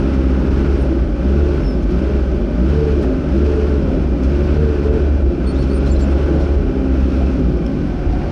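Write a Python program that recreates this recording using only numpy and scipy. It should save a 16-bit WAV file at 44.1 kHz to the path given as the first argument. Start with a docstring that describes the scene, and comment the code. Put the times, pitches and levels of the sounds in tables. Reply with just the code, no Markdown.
"""Inside the cab of a crawler bulldozer pushing soil. The four-cylinder diesel bogs and recovers again
and again, sweeping its firing harmonics through the cab's resonances, and drops towards idle at the end.
Drone, clatter and fan air follow its speed and load. The tracks grind through soil and jolt and rattle
the cab; their dry steel joints squeak and clink. Faint, steady whines sit behind it all."""
import sys
import numpy as np
from scipy import signal
from scipy.fft import rfft, irfft
from scipy.io import wavfile
from scipy.ndimage import uniform_filter1d, minimum_filter1d

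SR = 44100
rng = np.random.default_rng(int(sys.argv[2]) if len(sys.argv) > 2 else 0)


def master(y):
    """Save y as 16-bit WAV."""
    cut = np.clip(np.atleast_2d(y).T, -1, 1)
    pcm = np.round(cut * 32767)  # scale
    wavfile.write(sys.argv[1], SR, pcm.astype(np.int16))


N = 366471
TIME = np.arange(N) / SR
FREQS = np.fft.rfftfreq(N, 1 / SR)
CRUISE_HZ = 67  # firing rate


def undb(db):
    """Decibels to gain."""
    return 10 ** (np.asarray(db) / 20)


def unit(x):
    """Scale to rms 1."""
    return x / np.sqrt(np.mean(x ** 2))


def curves(table):
    """Each column after the first (seconds) as a line through time."""
    times_s, *columns = np.transpose(table)
    return [np.interp(TIME, times_s, column) for column in columns]


def swells(table, rise_share=0.2):
    """Gain through time of (start s, length s, dB) events, each a rounded rise and fall."""
    gain = 0
    for start_s, length_s, db in table:
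        ramp = np.interp(TIME, [start_s, start_s + rise_share * length_s, start_s + length_s], [0, 1, 0])
        gain += undb(db) * np.sin(np.pi / 2 * ramp)
    return gain


def walk(rate_hz):
    """Smooth random curve, rms 1, with a bandwidth of about rate_hz."""
    return unit(irfft(rfft(rng.standard_normal(N)) * np.exp(-(FREQS / rate_hz) ** 2), N))


def colour(x, spectrum):
    """Filter by a (Hz, dB) spectrum that falls away beyond its ends; rms 1."""
    hz, db = np.transpose(spectrum)
    bins_hz = np.maximum(FREQS, 1)
    shape = undb(np.interp(np.log(bins_hz), np.log(hz), db))
    skirts = np.minimum(bins_hz / hz[0], 1) ** 2 * np.minimum(hz[-1] / bins_hz, 1) ** 4
    return unit(irfft(rfft(x) * shape * skirts, N))


def resonance(hz, modes):
    """Gain at hz of a set of (centre Hz, width Hz, dB) resonances."""
    return np.sqrt(sum(undb(db) ** 2 / (1 + (2 * (hz - f) / width) ** 2) for f, width, db in modes))


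def ring(force, modes, top_hz):
    """A force rings a set of resonances, rolled off above top_hz."""
    response = unit(resonance(FREQS, modes) / (1 + (FREQS / top_hz) ** 4))
    return irfft(rfft(force) * response, N)


def firings(phase, decay_cycles=0.3, scatter_db=8.5):
    """A dying burst at each firing; four unequal cylinders, and no two blows alike."""
    index = phase.astype(int)
    cylinder_db = np.array([1.3, -1, 0.79, -1.2])[index % 4]
    chance = np.clip(rng.standard_normal(1024), -2, 2)[index % 1024]
    return unit(undb(cylinder_db + scatter_db * chance) * np.exp(-(phase % 1) / decay_cycles))


def pulsed(phase, spectrum, depth, geared_share=0):
    """Noise that pulses with the firings; the share from gears and valves repeats every crank turn."""
    turn = rng.standard_normal(1024)
    geared = unit(np.interp(phase / 2, np.arange(len(turn)) / len(turn), turn, period=1))
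    force = np.sqrt(geared_share) * geared + np.sqrt(1 - geared_share) * rng.standard_normal(N)
    return colour(force * (10.5 + depth * firings(phase)), spectrum)


def grit(per_s=20, low_hz=3500, high_hz=6400, floor_db=-58, rise_s=0.001, decay_s=0.006):
    """Small stones pinched by the tracks chip off with faint, bright pings."""
    out, age_s = np.zeros(N), np.arange(SR // 20) / SR
    envelope = np.minimum(age_s / rise_s, 1) * np.exp(-age_s / decay_s)
    for when, pitch, size in rng.random((int(per_s * N / SR), 3)):
        start = int(when * (N - len(age_s)))
        hz = low_hz + pitch * (high_hz - low_hz)
        db = floor_db - 1.6 * np.log(1 - size)
        out[start:start + len(age_s)] += undb(db) * np.sin(2 * np.pi * hz * age_s) * envelope
    return out


# Taps in the cab. Each row: start in seconds, level in dB.
TICKS = [(7.573, -44), (7.664, -33.5)]
# The tapped metal. 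Each row: frequency in Hz, gain in dB, decay in seconds.
TICK_MODES = [(3236, -1, .003), (5300, 0, 0.003), (5640, -9, .003), (7500, -20, .003), (9845, -18, 0.0045)]

def ticks():
    """A small metal part taps its stop and rings for a few milliseconds."""
    out = np.zeros(N)
    for start_s, level_db in TICKS:
        age_s = np.maximum(TIME - start_s, 0)
        for hz, db, decay_s in TICK_MODES:
            out += undb(level_db + db) * np.sin(2 * np.pi * hz * age_s) * np.exp(-age_s / decay_s)
    return out


# Steady whines. Each row: pitch in Hz, early level in dB, late level in dB, fade start in seconds.
WHINE_TONES = [(599, -39, -49, 4.3), (804, -52, -47, 5.35), (1523, -53, -53, 7.4), (2400, -55.5, -62, 9.1)]
# Extra tones near idle. Each row: pitch in Hz, level in dB.
IDLE_TONES = [(701, -46), (732, -41)]

def whine(firing_hz, fade_s=0.23, idle_hz=48):
    """Thin, rasping whines hold their pitch as the engine speed changes; two more join near idle."""
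    def tone(hz):
        drifting_hz = hz * (1 + 0.004 * walk(14.647))
        angle = 2 * np.pi * np.cumsum(drifting_hz) / SR + 0.4 * walk(36)
        return unit(np.sin(angle) * undb(2.5 * walk(9)))

    out = 0
    for hz, early_db, late_db, start_s in WHINE_TONES:
        out += tone(hz) * undb(np.interp(TIME - start_s, [0, fade_s], [early_db, late_db]))
    idling = np.clip((idle_hz - firing_hz) / 2, 0, 1)
    return out + idling * sum(tone(hz) * undb(db) for hz, db in IDLE_TONES)


def grinding(spectrum, grain_db):
    """Friction noise, coloured by what is rubbed; grain_db roughens it into tiny cracks."""
    return colour(rng.standard_normal(N) * undb(grain_db * walk(600)), spectrum)


# Surges through the soil. Each row: start in seconds, length in seconds, level in dB.
SOIL_SURGES = [(-.2, 0.45, -53), (.4, 0.53, -52.5), (1.25, 0.43, -50), (1.85, 0.64, -57.5),
               (2.57, 0.7, -50), (3.27, 0.6, -48.5), (4.15, 0.6, -51), (4.45, 0.94, -53), (5.42, 1.1, -51),
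               (6.8, 0.79, -50.5), (7.6, 1.17, -72)]
# Track link clatter. Each row: frequency in Hz, relative density in dB.
LINK_SPECTRUM = [(900, -13), (1200, 1.5), (1450, 1.5), (1750, -6), (2100, -11), (2600, -2.5), (3100, -17.5),
                 (3800, -25.5)]

def soil(links_over_hiss_db=8.5, jostle_db=2):
    """Blade and shoes grind through soil with a hiss, and the links clatter in the same surges."""
    hiss = grinding(HISS_SPECTRUM, grain_db=1.5)
    links = grinding(LINK_SPECTRUM, grain_db=1) * unit(undb(jostle_db * walk(25)))
    return (hiss + links * undb(links_over_hiss_db)) * swells(SOIL_SURGES, rise_share=0.36)


# Track scrapes. Each row: start in seconds, length in seconds, level in dB.
SCRAPES = [(3.012, 0.045, -48), (5.55, 0.088, -58), (5.66, .12, -58), (5.85, 0.14, -52), (5.985, .07, -49),
           (6.1, 0.041, -57)]
# The scraped steel. Each row: frequency in Hz, relative density in dB.
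STEEL_SPECTRUM = [(2800, -1), (4300, 4), (5500, 2), (7000, -7), (8800, -5), (11000, -16), (13000, -16),
                  (15000, -36)]

def scrapes():
    """Steel slides on steel with a short, bright hiss."""
    return grinding(STEEL_SPECTRUM, grain_db=0) * swells(SCRAPES, rise_share=0.37)


# Track joint squeaks. Each row: start in seconds, length in seconds, pitch in Hz, glide in Hz,
# fundamental in dB, octave in dB.
SQUEAKS = [(0.027, 0.13, 4200, 4, -75, -71), (0.756, 0.12, 4500, -36, -66, -57),
           (0.805, 0.13, 523, 76, -29, -61), (1.603, 0.17, 5440, -300, -41, -64),
           (5.453, 0.022, 3330, 200, -49, -70), (5.452, 0.083, 4360, 56, -39.5, -47.5),
           (5.52, .09, 3200, 950, -49, -65), (5.568, 0.08, 4280, 262, -41.5, -54),
           (5.686, 0.06, 4320, 147, -44, -57), (5.726, 0.019, 4720, -250, -38, -52),
           (5.73, 0.069, 4480, -38, -55, -45), (5.855, 0.03, 4120, -40, -44, -66),
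           (5.885, 0.05, 4394, 40, -42.5, -73), (5.897, 0.058, 7120, 270, -41, -74),
           (5.951, 0.025, 4170, -100, -42.5, -68), (5.987, 0.061, 4453, 0, -46, -68),
           (5.999, 0.058, 7384, -180, -45, -80), (6.102, .04, 4160, 67, -58, -61),
           (6.403, .04, 5650, -60, -48, -80)]

def squeaks(rasp_rad=0.25, flutter_db=2.4, third_re_octave_db=-28):
    """Dry steel sticks and slips: short, rasping tones of three partials."""
    out, wobble, slip = np.zeros(N), walk(110), walk(220)
    flutter = unit(undb(flutter_db * walk(70)))
    for start_s, length_s, hz, glide_hz, fundamental_db, octave_db in SQUEAKS:
        span = (TIME >= start_s) & (TIME < start_s + length_s)
        progress = (TIME[span] - start_s) / length_s
        pitch_hz = (hz + glide_hz * progress) * (1 + 0.006 * wobble[span])
        angle = 2 * np.pi * np.cumsum(pitch_hz) / SR + rasp_rad * slip[span]
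        partials_db = fundamental_db, octave_db, octave_db + third_re_octave_db
        tone = sum(undb(db) * np.sin(k * angle) for k, db in enumerate(partials_db, 1))
        out[span] += np.sqrt(2) * tone * np.sin(np.pi * progress) ** 2 * flutter[span]
    return out


# Shoes on stones. Each row: peak time in seconds, level in dB, decay in seconds.
CLINKS = [(.14, -50, .02), (1.83, -46, .02), (1.91, -48, 0.021), (4.02, -47, 0.0083), (4.235, -42.5, .018),
          (5.56, -49, 0.02), (5.625, -43, 0.03), (5.866, -45, 0.049), (5.995, -44, 0.027),
          (6.116, -50, 0.019), (6.4, -46, 0.068)]
# Track shoe resonances. Each row: centre in Hz, width in Hz, relative gain in dB.
SHOE_MODES = [(1360, 100, -1.5), (3330, 360, 9), (4200, 370, 7), (5400, 960, 7), (6300, 400, -8),
              (9900, 1200, -9), (13000, 900, -25)]

def clinks(rise_s=0.008, grain_db=3):
    """Stones crush in bursts of tiny cracks that ring the steel shoes."""
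    envelope = 0
    for peak_s, db, decay_s in CLINKS:
        attack = np.clip((TIME - peak_s) / rise_s + 1, 0, 1)
        envelope += undb(db) * attack * np.exp(-np.maximum(TIME - peak_s, 0) / decay_s)
    cracks = unit(rng.standard_normal(N) * undb(grain_db * walk(500)))
    return ring(envelope * cracks, SHOE_MODES, top_hz=12000)


def crunch(blows, rise_s, decay_s):
    """Force of heavy steel slapping home: a noise burst at each (start s, dB)."""
    envelope = 0
    for start_s, db in blows:
        attack = np.clip((TIME - start_s) / rise_s, 0, 1)
        envelope += undb(db) * attack * np.exp(-np.maximum(TIME - start_s - rise_s, 0) / decay_s)
    return envelope * rng.standard_normal(N)


# Track frame resonances. Each row: centre in Hz, width in Hz, relative gain in dB.
FRAME_MODES = [(1296, 85, -4), (1780, 70, -7), (2280, 120, -20), (3130, 220, -16), (5300, 650, -24)]

def clank(start_s=3.02, db=-35):
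    """One heavy link slaps home and rings the track frame."""
    return ring(crunch([(start_s, db)], rise_s=0.018, decay_s=0.012), FRAME_MODES, top_hz=4500)


# Floor plate knocks. Each row: start in seconds, level in dB.
KNOCKS = [(3.885, -34), (4.01, -31), (5.24, -37), (6.42, -34), (6.51, -37), (7.2, -27), (8.13, -29)]
# Plate resonances. Each row: centre in Hz, width in Hz, relative gain in dB.
PLATE_MODES = [(660, 50, -3.5), (700, 63, 1.5), (830, 46, -7)]

def knocks():
    """Loose floor plates knock and ring dully."""
    return ring(crunch(KNOCKS, rise_s=0.0051, decay_s=0.027), PLATE_MODES, top_hz=1100)


def in_cab(x, decay_s=0.012, wet_db=-11):
    """Glass and steel close by add a short, dense tail."""
    age_s = np.arange(SR // 10) / SR
    tail = rng.standard_normal(len(age_s)) * np.exp(-age_s / decay_s)
    reflections = signal.fftconvolve(x, tail / np.linalg.norm(tail))[:N]
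    return (x + undb(wet_db) * reflections) / np.hypot(1, undb(wet_db))


def limited_swing(x, steadiness):
    """Mounts and bolts let a part swing only so far, which evens out its motion."""
    swing = np.sqrt(uniform_filter1d(x ** 2, SR // 12) + 1e-6)
    return unit(x / swing ** steadiness)


# Bursts of rattling. Each row: start in seconds, length in seconds, level in dB.
RATTLES = [(.8, 0.2, -33), (3.0, 0.19, -29), (3.84, 0.18, -27.5), (4.85, 0.16, -28), (5.8, 0.63, -31),
           (6.32, 0.2, -28), (8.2, 0.22, -35)]
# Loose fittings. Each row: frequency in Hz, relative density in dB.
FITTING_SPECTRUM = [(350, -29), (480, -7), (545, 6), (600, -1.5), (680, -5), (750, -11.5), (820, -9),
                    (920, -27), (1300, -28.5)]

def rattle(firing_hz, phase, cruise_db=-32, db_per_hz=0.16):
    """Loose fittings rattle with the firings, harder in bursts, less as the engine slows."""
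    steady = undb(cruise_db + db_per_hz * (firing_hz - CRUISE_HZ) + 0.03 * walk(13))
    fittings = limited_swing(pulsed(phase, FITTING_SPECTRUM, depth=0.46), steadiness=0.21)
    return fittings * np.hypot(steady, swells(RATTLES))


# Panel buzzes. Each row: start in seconds, length in seconds, level in dB.
BUZZES = [(.58, 0.11, -27), (.87, 0.17, -19), (5.22, 0.15, -19), (6.26, 0.16, -23)]
# The loose panel. Each row: frequency in Hz, relative density in dB.
BUZZ_SPECTRUM = [(270, -30), (320, 2), (355, 3), (400, -24)]

def buzz(phase):
    """One loose panel buzzes briefly at its resonance."""
    return limited_swing(pulsed(phase, BUZZ_SPECTRUM, depth=1.5), steadiness=0.75) * swells(BUZZES)


# Thumps from blade and tracks. Each row: start in seconds, length in seconds, level in dB.
THUMPS = [(.6, 0.11, -23), (2.58, 0.31, -23), (2.94, 0.23, -21), (3.37, 0.11, -18.5), (3.94, .15, -20.5),
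          (4.93, 0.17, -19.5), (5.21, 0.13, -25), (6.27, 0.17, -18), (7.36, 0.22, -21)]
# Cab panels. Each row: frequency in Hz, relative density in dB.
PANEL_SPECTRUM = [(80, -14), (115, -9), (145, 2), (175, -2.5), (240, -0.5), (300, 0.5), (370, -1),
                  (440, -7), (485, -14.5), (700, -43)]

def rumble(firing_hz, phase, cruise_db=-21, db_per_hz=-0.02, dull_hz=350):
    """Cab panels boom with firings and thumps; a slow engine's softer blows stir the high panels less."""
    steady = undb(cruise_db + db_per_hz * (firing_hz - CRUISE_HZ) - 0.08 * walk(2.5))
    panels = limited_swing(pulsed(phase, PANEL_SPECTRUM, depth=0.33), steadiness=0.32)
    lows = irfft(rfft(panels) / (1 + (FREQS / dull_hz) ** 8), N)
    brightness = np.interp(firing_hz, [50, 68], [0.45, 1])
    return (lows + brightness * (panels - lows)) * np.hypot(steady, swells(THUMPS))


# Jolts from the tracks. Each row: start in seconds, length in seconds, level in dB.
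JOLTS = [(.17, 0.18, -25), (.38, 0.57, -19.5), (.96, 0.25, -16.5), (1.6, 0.16, -15.5), (1.8, .17, -18),
         (2.32, 0.27, -18), (3.05, 0.23, -24), (3.6, .16, -28), (3.82, 0.3, -17), (4.47, 0.4, -22),
         (4.86, 0.19, -15.5), (5.18, 0.26, -16.5), (5.9, 0.13, -13), (6.53, 0.21, -13), (7.14, 0.14, -25),
         (7.37, 0.15, -19.5), (8.04, 0.21, -15.5)]
# The cab on its mounts. Each row: frequency in Hz, relative density in dB.
SHAKE_SPECTRUM = [(20, -14.5), (33, -16), (44, -0.5), (51, 2.5), (60, 1), (72, -7), (85, -6.5),
                  (115, -24.5), (170, -34.5)]

def shake(ride_db=-21.5, waver_db=2):
    """The cab shakes on its mounts, harder as the tracks drop over uneven ground."""
    ride = undb(ride_db + waver_db * walk(25))
    motion = limited_swing(colour(rng.standard_normal(N), SHAKE_SPECTRUM), steadiness=0.93)
    return motion * np.hypot(ride, swells(JOLTS))


# Cab howls. 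Each row: start in seconds, length in seconds, harmonic number, level in dB.
HOWLS = [(0.563, 0.29, 6, -30.5), (1.17, 0.25, 3, -28), (1.267, 0.18, 5, -27.5), (1.28, 0.35, 6, -29),
         (1.335, .14, 2, -28.5), (1.892, 0.16, 3, -31), (2.0, 0.48, 6, -31), (2.55, 0.14, 3, -22),
         (2.555, .14, 4, -32), (2.597, 0.14, 5, -23), (2.653, 0.31, 2, -23.5), (2.713, .31, 6, -19),
         (3.012, 0.23, 4, -25), (3.298, .16, 3, -23), (3.315, 0.16, 5, -24), (3.39, 0.47, 6, -22.5),
         (4.525, 0.31, 6, -22), (4.551, .14, 2, -23.5), (4.83, 0.2, 6, -20.5), (5.4, 0.45, 4, -34),
         (5.68, 0.27, 6, -30), (6.1, 0.97, 6, -34), (6.719, 0.76, 4, -29.5), (7.329, 0.41, 3, -32)]

def howl(phase):
    """Single firing harmonics set the cab howling; unequal cylinders roughen each howl into a growl."""
    out = 0
    for order in range(2, 7):
        events = [(s, length_s, db) for s, length_s, harmonic, db in HOWLS if round(harmonic) == order]
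        roughness = order / 6
        tone = np.sin(2 * np.pi * order * phase + 0.36 * roughness * walk(45))
        flutter = undb(2.6 * roughness * walk(40))
        lope = 1 + 0.5 * roughness * np.sin(np.pi * phase / 2)  # once per four firings
        out += unit(tone * flutter * lope) * swells(events, rise_share=0.3)
    return out


# Cab resonances. Each row: centre in Hz, width in Hz, relative gain in dB.
CAB_MODES = [(89, 3.7, -0.5), (140.8, 14, -1), (195, 48, 0.5), (257.8, 14.5, 5), (312, 44, -21.5),
             (356, 18.4, 2.5), (429, 20, -4), (593, 30, -18)]

def drone(firing_hz, phase, uneven_db=-15, waver_db=1.7, jitter_rad=0.13, bark_db=5, muffler_hz=480):
    """Firing harmonics stand out as they cross cab resonances; unequal cylinders add lines between."""
    rise_hz_per_s = np.gradient(uniform_filter1d(firing_hz, SR // 10)) * SR
    pulling = np.clip(rise_hz_per_s / 80, 0, 1)
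    out, power = 0, 0
    for half_order in range(4, 20):
        order = half_order / 2
        muffler = 1 / np.sqrt(1 + (order * firing_hz / muffler_hz) ** 16)
        db = uneven_db * (half_order % 2) + waver_db * walk(13)
        db += bark_db * pulling * (order == 3)  # full fuel makes the third harmonic bark
        db -= 9 * max(order - 6, 0)  # the pulse has little above its sixth harmonic
        gain = resonance(order * firing_hz, CAB_MODES) * muffler * undb(db)
        out += gain * np.sin(2 * np.pi * order * phase + jitter_rad * walk(14))
        power += gain ** 2 / 2
    return out / np.sqrt(power)


# Low boom in the cab. Each row: firing rate in Hz, level in dB.
BOOM_LEVELS = [(44, -28), (49, -30), (56, -18), (62, -17.5), (66, -16.5), (73, -14.5)]
# Brief dips in its level. Each row: start in seconds, length in seconds, depth in dB.
LEVEL_DIPS = [(0.927, 0.3, -10), (1.587, 0.21, -9), (2.42, .15, -6), (3.062, 0.21, -8), (3.837, 0.26, -17),
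              (4.907, 0.11, -5), (6.581, 0.33, -5.5), (7.318, .15, -18)]

def boom(firing_hz, phase, waver_db=1.5):
    """A low boom at the firing rate; its level dips briefly now and then."""
    db = np.interp(firing_hz, *np.transpose(BOOM_LEVELS)) + waver_db * walk(4.7)
    for start_s, length_s, dip_db in LEVEL_DIPS:
        db += dip_db * np.sin(np.pi * np.clip((TIME - start_s) / length_s, 0, 1))
    return np.sqrt(2) * np.sin(2 * np.pi * phase) * undb(db)


# Engine load. Each row: time in seconds, clatter and fan gain in dB, drone gain in dB.
LOAD = [(0, 2.3, -0.5), (.5, 2.1, 1.5), (.82, 2, -4.5), (1.1, 0.5, -6), (1.42, -2.2, -2), (1.57, 1.5, -4),
        (1.77, 0.5, -0.5), (2.0, 0, -2.5), (2.42, 0, -4.5), (2.54, 1.5, -11), (2.72, -0.3, 1),
        (2.88, 0.5, -3), (3.13, -.5, -3), (3.26, 0.5, -6.5), (3.52, -1.5, -1.5), (3.9, 1, 0.5),
        (4.12, 0, -2.5), (4.25, -1, -2.5), (4.45, -1.5, -0.5), (4.97, 0.5, -0.5), (5.15, -3.5, -20),
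        (5.28, -2, -10), (5.55, 0, -3.5), (5.85, -0.8, -0.5), (6.35, 1.5, -4.5), (6.7, -1, -1),
        (7.22, -0.5, -3.5), (7.6, 0.7, -1.5), (7.9, 4.5, 1), (8.05, 4, -29), (8.31, 6, -4)]
# Engine block clatter. Each row: frequency in Hz, relative density in dB.
BLOCK_SPECTRUM = [(700, -8.5), (850, -2), (910, -3.5), (1150, -3), (1350, -2), (1520, -1.5), (1630, -6.5),
                  (1950, -9.5), (2200, -10), (2390, -9), (2500, -12), (2650, -10), (3200, -19.5),
                  (4100, -32)]
# Hiss of fan air, also of soil. Each row: frequency in Hz, relative density in dB.
HISS_SPECTRUM = [(2200, -25.5), (3000, 4), (3700, -0.5), (4400, 0), (5400, -1), (6300, -7.5), (7200, -14.5),
                 (8600, -16), (10500, -22), (13000, -28.5), (15500, -46)]

def engine(firing_hz, phase, fuel_cut_hz_per_s=-65, full_fuel_hz_per_s=54):
    """Drone, combustion clatter and fan air follow speed and load, and bite as the engine pulls."""
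    load_db, drone_load_db = curves(LOAD)
    rise_hz_per_s = np.gradient(uniform_filter1d(firing_hz, SR // 8)) * SR
    coasting = np.clip(rise_hz_per_s / fuel_cut_hz_per_s, 0, 1)
    pulling = np.clip(rise_hz_per_s / full_fuel_hz_per_s, 0, 1)

    def gain(cruise_db, db_per_hz, coast_db, pull_db):
        speed_db = db_per_hz * (firing_hz - CRUISE_HZ)
        return undb(cruise_db + speed_db + coast_db * coasting + pull_db * pulling)

    hum = drone(firing_hz, phase) * undb(drone_load_db + 1.1 * walk(26))
    clatter = pulsed(phase, BLOCK_SPECTRUM, depth=0.98, geared_share=0.24) * undb(load_db)
    fan_air = pulsed(phase, HISS_SPECTRUM, depth=0.7, geared_share=0.15) * undb(load_db)
    return (hum * gain(cruise_db=-20.5, db_per_hz=0.01, coast_db=-3.5, pull_db=0.5)
            + clatter * gain(cruise_db=-37.5, db_per_hz=0.27, coast_db=-2, pull_db=1.3)
            + fan_air * gain(cruise_db=-50, db_per_hz=0.24, coast_db=0, pull_db=2))


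# Engine speed, sagging as the blade bites. Each row: time in seconds, firing rate in Hz.
SPEED = [(0, 67.1), (.46, 65.46), (.67, 70.5), (.9, 65.1), (1.16, 55.25), (1.3, 68.2), (1.42, 72.5),
         (1.64, 68.4), (1.87, 56.33), (2.07, 69.7), (2.17, 68.2), (2.3, 63.4), (2.57, 57.17), (2.7, 70.8),
         (2.79, 74.55), (2.91, 72.85), (3.08, 65.9), (3.28, 62.7), (3.46, 72.7), (3.7, 72.2), (3.84, 67.2),
         (4.03, 65.22), (4.16, 59.7), (4.33, 70.35), (4.5, 73.27), (4.63, 75.57), (4.79, 71.02),
         (4.96, 73.5), (5.05, 71.53), (5.2, 70.8), (5.39, 62.92), (5.53, 66.9), (6.15, 69), (6.28, 71.4),
         (6.56, 70.8), (6.7, 66.35), (7.33, 66.03), (7.7, 53.65), (7.97, 43.04), (8.31, 46.26)]

def scene():
    """Engine, cab and tracks as heard from the seat."""
    firing_hz, = curves(SPEED)
    phase = np.cumsum(firing_hz) / SR  # counts firings, two per crank turn
    diesel = boom(firing_hz, phase) + engine(firing_hz, phase) + howl(phase)
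    cab = whine(firing_hz) + shake() + rumble(firing_hz, phase) + buzz(phase) + rattle(firing_hz, phase)
    tracks = soil() + scrapes() + in_cab(squeaks() + clinks()) + clank()
    return (diesel + cab + tracks + knocks() + grit() + ticks())[None]


def record(dry, knee=0.47, ratio=3.2, top_hz=15500):
    """A limiter eases the highest peaks down, and the top is cut."""
    hold = SR // 60
    wanted = np.minimum(1, knee / (np.abs(dry) + 1e-9)) ** (1 - 1 / ratio)
    gain = uniform_filter1d(minimum_filter1d(wanted, hold), hold)
    return signal.sosfilt(signal.ellip(8, 0.2, 70, top_hz, fs=SR, output="sos"), dry * gain)


dry = scene()
out = record(dry)
master(out)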